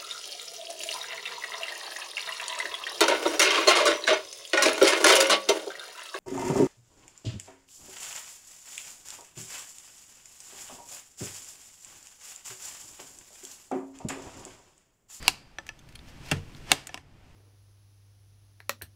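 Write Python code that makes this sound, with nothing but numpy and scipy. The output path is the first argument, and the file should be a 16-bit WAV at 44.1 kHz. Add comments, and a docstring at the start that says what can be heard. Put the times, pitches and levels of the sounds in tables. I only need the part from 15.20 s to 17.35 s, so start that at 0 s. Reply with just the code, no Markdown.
"""Roller-chain fingers of a mechanical hand snap against their stops, ringing the steel hand.
Cables work them: each pull clacks on the steel frame, and the chains slide, tick and rasp.
One finger drops on the wooden bench below and makes it boom.
Handling rumbles softly underneath, in a quiet room."""
import sys
import numpy as np
from scipy import signal
from scipy.fft import rfft, irfft
from scipy.io import wavfile
from scipy.ndimage import uniform_filter1d

SR = 44100
rng = np.random.default_rng(int(sys.argv[2]) if len(sys.argv) > 2 else 0)


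def unload_wav(signal):
    """Save mono or channel-first audio to the path in sys.argv[1] as 16-bit WAV at rate SR, clipped to [-1, 1]."""
    wavfile.write(
        sys.argv[1],
        SR,
        np.round(np.clip(np.atleast_2d(signal).T, -1, 1) * 32767).astype(np.int16),
    )


N = 94815
TIME = np.arange(N) / SR
RING_TIME = TIME[:SR // 2]
BASS_HZ, TREBLE_HZ = 910, 6070  # where the bass ends and the treble begins


def amp(db):
    """Turns decibels into a gain."""
    return 10 ** (np.asarray(db) / 20)

def unit(x):
    """Scales a sound to an average strength (rms) of 1."""
    return x / np.sqrt(np.mean(x ** 2) + 1e-20)

def read(points, hz):
    """Looks up a table's value at any frequency."""
    f, value = np.transpose(points)
    return np.interp(np.log(hz + 1), np.log(f), value)

def level(curve):
    """Turns rows of t/s, level/dB into a changing gain."""
    return amp(np.interp(TIME, *np.transpose(curve)))

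def add(mix, s, sound):
    """Mixes a sound in at s seconds."""
    part = mix[max(round(s * SR), 0):][:len(sound)]
    part += sound[:len(part)]

def colour(x, points=(), bass_db=0, treble_db=0, peaks=(), size=8192):
    """Shapes the tone with a curve, bass and treble controls, and narrow peaks (f/Hz, height/dB)."""
    hz = abs(np.fft.fftfreq(size, 1 / SR))
    db = read(points, hz) if len(points) else 0
    db += bass_db / (1 + (hz / BASS_HZ) ** 2)
    db += treble_db * hz ** 2 / (hz ** 2 + TREBLE_HZ ** 2)
    for centre, height in peaks:
        octaves_away = np.log2((hz + 1) / centre)
        db += height / (1 + (octaves_away / 0.099) ** 2)
    response = np.exp(np.conj(signal.hilbert(np.log(amp(db)))))  # rings only after a hit
    taps = np.fft.ifft(response).real
    return signal.fftconvolve(x, taps[:size // 2])[:len(x)]

def noise(points):
    """Steady noise with the given tone."""
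    return unit(colour(rng.standard_normal(N), points))

def fade(t60):
    """Dies away by 60 dB in t60 seconds, the fade time."""
    return np.exp(-np.log(1000) * RING_TIME / max(t60, .001))

def burst(t60):
    """Dense, quickly dying chatter, equally strong from low to high."""
    chatter = rng.choice([-1., 1.], len(RING_TIME)) * fade(t60)
    spectrum = rfft(chatter)
    bumps = np.sqrt(uniform_filter1d(abs(spectrum) ** 2, size=300) + 1e-12)
    even = irfft(spectrum / bumps, len(chatter)) * fade(10 * t60)
    return even / np.linalg.norm(even)

def grains(per_s, spread_db=6):
    """Tiny slips at random moments, a few of them large."""
    slips = (rng.random(N) < per_s / SR) * rng.choice([-1., 1.], N)
    return unit(slips * amp(spread_db * np.minimum(rng.exponential(1, N), 4)))

def ring(tones, bass_db=0, loose=True, rattle_hz=30, rattle_after_s=.008):
    """A struck part rings with its own tones; if it is loose, they soon waver and turn rough."""
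    steps = rng.standard_normal((len(tones), len(RING_TIME))) * (RING_TIME > rattle_after_s)
    wander = loose * np.sqrt(2 * np.pi * rattle_hz / SR) * np.cumsum(steps, axis=1)
    out = np.zeros(len(RING_TIME))
    for k, (hz, db, t60) in enumerate(tones):
        sign = (-1) ** k if loose else 1
        gain = amp(db + bass_db / (1 + (hz / BASS_HZ) ** 2))
        out += sign * gain * fade(t60) * np.sin(2 * np.pi * hz * RING_TIME + wander[k])
    return out


# Tone of the handling rumble, the dragged-on bench and the air: f/Hz, level/dB
RUMBLE_TONE = [(15, 2), (45, 0), (80, -3.5), (250, -46)]
DRAG_TONE = [(40, -13.5), (95, -8.5), (138, -0.5), (185, -9), (300, -13.5), (1500, -52)]
AIR_TONE = [(18, -27.5), (30, -1.5), (106, -12), (461, -23), (800, -20), (1100, -28.5), (1960, -30),
            (4530, -44.5), (16000, -61.5)]
# How loud the handling and the dragging are: t/s, level/dB
RUMBLE_LEVELS = [(0, -44), (.075, -41.5), (.115, -63.5), (.6, -58), (.7, -52.5), (1.5, -51), (1.55, -70),
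                 (2.15, -55)]
DRAG_LEVELS = [(0, -47), (.3, -65), (.72, -56.5), (.9, -51), (1.45, -49.5), (1.63, -61), (2.15, -61)]
def background(hum_hz=90.3, hum_start_s=1.69):
    """Handling rumbles, the bench murmurs as the hand drags, and a faint hum joins the room air."""
    rumble = noise(RUMBLE_TONE) * level(RUMBLE_LEVELS)
    drag = noise(DRAG_TONE) * level(DRAG_LEVELS)
    air = amp(-61) * noise(AIR_TONE)
    hum_fade_in = np.clip((TIME - hum_start_s) / 0.035, 0, 1)
    hum = amp(-58) * hum_fade_in * np.sin(2 * np.pi * hum_hz * TIME)
    return rumble + drag + air + hum

# How long the room echoes: f/Hz, fade time/s
ROOM_FADES = [(100, .35), (500, 0.45), (2000, .34), (15000, 0.25)]
def room(x, delay_s=0.0022):
    """Sound bounces off the bench, then leaves a faint echo whose treble dies first."""
    hz, t, spectrum = signal.stft(rng.standard_normal(len(RING_TIME)), SR, nperseg=256)
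    decay = np.exp(-np.log(1000) * t / read(ROOM_FADES, hz)[:, None])
    tail = signal.istft(spectrum * decay, SR)[1]
    echo = np.zeros(SR)
    add(echo, delay_s, amp(-17) * burst(0.091))
    add(echo, 2 * delay_s, amp(-24.5) * tail / np.linalg.norm(tail))
    return x + signal.fftconvolve(x, echo)[:N]

# Thin metallic hiss of the links: t/s, level/dB
SING_LEVELS = [(0, -61.5), (.085, -40.5), (.13, -58.5), (.3, -75), (.42, -90)]
def singing(centre_hz=4713, half_width_hz=240):
    """Rubbing keeps the chain ringing around one high pitch, loudest at the first snap."""
    hz = np.fft.rfftfreq(N, 1 / SR)
    spectrum = rfft(rng.standard_normal(N)) / (1 + ((hz - centre_hz) / half_width_hz) ** 4)
    return unit(irfft(spectrum, N)) * level(SING_LEVELS)

# Cable slips: middle t/s, half length/s, level/dB
CABLE_SLIPS = [(0.89, 0.013, -54), (1.073, 0.026, -51.5), (1.371, .008, -51.5)]
# Their tone: f/Hz, level/dB
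RASP_TONE = [(1500, -20.5), (5000, 1.5), (9500, -11.5), (13500, -14), (16000, -17)]
def rasps():
    """Short swells of bright grit as a cable slips through its guide."""
    swell = sum(amp(db) * np.exp(-((TIME - s) / half) ** 2) for s, half, db in CABLE_SLIPS)
    return unit(colour(grains(per_s=3000), RASP_TONE)) * swell

# Chains and cables sliding: t/s, level/dB
SLIDE_LEVELS = [(0, -53), (.04, -45), (.077, -39.5), (.095, -51), (.25, -64), (.64, -63), (.84, -59.5),
                (.885, -54.5), (.93, -57), (1.01, -55), (1.10, -45), (1.135, -42), (1.22, -58), (1.45, -55),
                (1.485, -46), (1.515, -34), (1.54, -41.5), (1.65, -56.5), (1.78, -56.5), (1.83, -69),
                (2.15, -63.5)]
# Their tone: f/Hz, level/dB
SLIDE_TONE = [(150, 2.5), (700, 4.5), (1500, 2.5), (2800, 3.5), (3800, -3), (5000, -2.5), (8000, -10),
              (11000, -16), (13500, -23.5), (15500, -36)]
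def sliding(grit_share=0.12):
    """Rubbing makes fine grit and hiss that swell as a finger speeds towards its stop."""
    grit = np.sqrt(grit_share) * grains(per_s=5400)
    hiss = np.sqrt(1 - grit_share) * rng.standard_normal(N)
    return unit(colour(grit + hiss, SLIDE_TONE)) * level(SLIDE_LEVELS)

# Link ticks: t/s, level/dB, treble/dB, fade time/s, lower peak f/Hz, upper peak f/Hz, peak height/dB
LINK_TICKS = [(0.0273, -1, -2.5, 0.017, 1700, 8000, 12), (0.4663, -4, -2.5, 0.027, 1790, 6400, 7.5),
              (0.479, -12, -1, 0.032, 1750, 6600, 10), (0.591, -16.5, 4, 0.026, 3500, 6300, 14),
              (0.6887, -12.5, 1.5, .03, 2560, 4540, 7.5), (0.724, -12, -7, 0.029, 2620, 4460, 6),
              (0.7528, -10.5, -1.5, 0.043, 2470, 10300, 18.5), (0.7554, -7.5, 4, 0.021, 3280, 4350, 16.5),
              (0.7913, -8.5, -18, 0.012, 3640, 4300, 16.5), (1.349, -10, -11.5, 0.0048, 3500, 4300, 15.5),
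              (1.6707, 1.5, 4.5, 0.023, 6900, 8430, 8.5)]
# Their tone: f/Hz, level/dB
TICK_TONE = [(300, -24), (1200, -16), (2000, -11), (4200, -17.5), (8000, -18), (15000, -28.5)]
def ticks():
    """Single links settle with small bright clinks, each ringing at two pitches."""
    out = np.zeros(N)
    for s, db, treble_db, t60, lower_hz, upper_hz, peak_db in LINK_TICKS:
        peaks = [(lower_hz, peak_db), (upper_hz, peak_db)]
        add(out, s, amp(db) * colour(burst(t60), TICK_TONE, treble_db=treble_db, peaks=peaks))
    return out

# Faint ringing of the links after a hit: f/Hz, level/dB, fade time/s
LINK_RING = [(2550, -45, 0.14), (3162, -46.5, 0.28), (4930, -45, 0.31), (6100, -45, 0.22), (7740, -46, .21)]
def shimmer(count=16, pitch_spread=.04):
    """Many nearly equal links ring together, each slightly off pitch."""
    detunes, phases = rng.uniform(-1, 1, (2, len(LINK_RING), count, 1))
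    out = np.zeros(len(RING_TIME))
    for (hz, db, t60), detune, phase in zip(LINK_RING, detunes, phases):
        links = np.sin(2 * np.pi * hz * (1 + pitch_spread * detune) * RING_TIME + np.pi * phase)
        out += amp(db) * fade(t60) * links.sum(0)
    return out / np.sqrt(count)

# Clacks on the frame; "bite" is a high peak in the tone and "body" a lower one:
# t/s, level/dB, treble/dB, bite f/Hz, bite/dB, body f/Hz, body/dB
CABLE_CLACKS = [(0.3854, 1.5, -12, 2640, -6, 800, 7), (0.4907, -0.5, -5.5, 3340, 1, 1310, 4.5),
                (1.6924, -8.5, -15.5, 2840, -9, 740, 12)]
# Tone of the knock: f/Hz, level/dB
KNOCK_TONE = [(200, -46), (1000, -10), (2500, -5), (5500, -10), (8000, -17.5), (15000, -31)]
# Ringing of the steel frame: f/Hz, level/dB, fade time/s
FRAME_RING = [(337, -57.5, 0.077), (548, -57, 0.1), (717, -48, 0.032), (892, -53.5, 0.077),
              (1307, -52, 0.1), (1758, -31, 0.03), (2626, -27.5, 0.015), (3290, -32, 0.015),
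              (5830, -37, 0.024)]
def cable_pulls():
    """Each pull knocks a different spot on the frame, which rings hollowly and stirs the chain."""
    out = np.zeros(N)
    for s, db, treble_db, bite_hz, bite_db, body_hz, body_db in CABLE_CLACKS:
        knock = colour(burst(t60=0.011), KNOCK_TONE, treble_db=treble_db)
        frame = ring(FRAME_RING, bass_db=-treble_db)
        clack = colour(knock + frame, peaks=[(bite_hz, bite_db), (body_hz, body_db)])
        add(out, s, amp(db) * (clack + amp(-21) * shimmer()))
    return out

# Blows that reach the bench: t/s, level/dB
BENCH_BLOWS = [(0.082, -22.5), (1.121, 0), (1.165, -6), (1.517, -14.5)]
# Ringing of the wood: f/Hz, level/dB, fade time/s
BENCH_RING = [(93.7, -27.5, 0.26), (146, -19, 0.18), (259, -38.5, 0.11), (363, -40.5, 0.1),
              (462, -38.5, 0.3)]
def bench(low_cut_hz=60):
    """The bench booms under the heavier blows and one bounce, but gives off little very deep bass."""
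    out = np.zeros(N)
    soft_start = np.minimum(RING_TIME / .003, 1)  # the wood gives way under the blow
    for s, db in BENCH_BLOWS:
        add(out, s, amp(db) * ring(BENCH_RING, loose=False) * soft_start)
    return signal.lfilter(*signal.butter(2, low_cut_hz, "high", fs=SR), out)

def crack(t60, split_hz=5000):
    """Links collide in a low burst and a high burst that fade together."""
    low = signal.lfilter(*signal.butter(4, split_hz, "low", fs=SR), burst(t60))
    high = signal.lfilter(*signal.butter(4, split_hz, "high", fs=SR), burst(t60))
    return low + high

# Fingers hitting a stop: t/s, level/dB, bass/dB, treble/dB, hand ring/dB, crack fade time/s,
# bite f/Hz, bite/dB, link shimmer/dB, body f/Hz, body/dB
FINGER_SNAPS = [(0.0801, 1, -8, 1.5, -2.5, 0.0062, 4396, 11.5, -21.5, 970, 4),
                (1.1139, -12.5, 9, -1.5, -1, 0.031, 2250, -5.5, -18.5, 782, 3.5),
                (1.1172, -11, 15.5, -21, -3, 0.058, 2700, 7.5, -12, 1040, -25),
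                (1.517, -2, 1, 4, 1.5, 0.01, 3610, 9.5, 5, 1240, 1.5),
                (1.7435, -24.5, 8, -3, -1.5, 0.0071, 5400, 7.5, 8, 1003, 12.5),
                (1.7757, -34.5, 14, -8, -1, 0.013, 1810, 10.5, -11.5, 1000, 2)]
# Tone of the crack: f/Hz, level/dB
CRACK_TONE = [(100, -2.5), (500, 6.5), (900, 14), (1900, 19.5), (3800, 15), (6000, 14.5), (8200, 15),
              (11000, 6.5), (15000, -0.5)]
# Ringing of the steel hand: f/Hz, level/dB, fade time/s
HAND_RING = [(283, -29.5, 0.13), (408.5, -32, 0.13), (607.3, -29.5, .06), (747.5, -17, 0.05),
             (1017, -25, 0.06), (1235, -29.5, 0.045), (1650, -24.5, 0.052), (2257, -13.5, 0.024),
             (2766, -7, 0.017), (3406, -12.5, 0.015), (3896, -20.5, 0.02), (4690, -16, 0.012),
             (5520, -34.5, 0.062), (7935, -25, 0.021), (8390, -27, 0.029)]
def fingers():
    """Each snap cracks, rings the hand and shakes the chain; where it lands sets its bite and body."""
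    out = np.zeros(N)
    for (s, db, bass_db, treble_db, ring_db, t60,
         bite_hz, bite_db, links_db, body_hz, body_db) in FINGER_SNAPS:
        hit = colour(crack(t60), CRACK_TONE, bass_db, treble_db)
        hand = amp(ring_db) * ring(HAND_RING, bass_db)
        snap = colour(hit + hand, peaks=[(bite_hz, bite_db), (body_hz, body_db)])
        add(out, s, amp(db) * (snap + amp(links_db) * shimmer()))
    return out


def scene():
    """The hand in its room, as one channel."""
    hand = fingers() + bench() + cable_pulls() + ticks() + sliding() + rasps() + singing()
    return (room(hand) + background())[None]

def record(dry, ceiling=.82, top_hz=15700):
    """Rounds off the loudest snaps and removes the very highest treble."""
    soft = dry / (1 + (dry / ceiling) ** 4) ** .25
    low_pass = signal.firwin(201, top_hz, window=("kaiser", 9), fs=SR)
    return signal.oaconvolve(soft, low_pass[None], "same")


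dry = scene()
out = record(dry)
unload_wav(out)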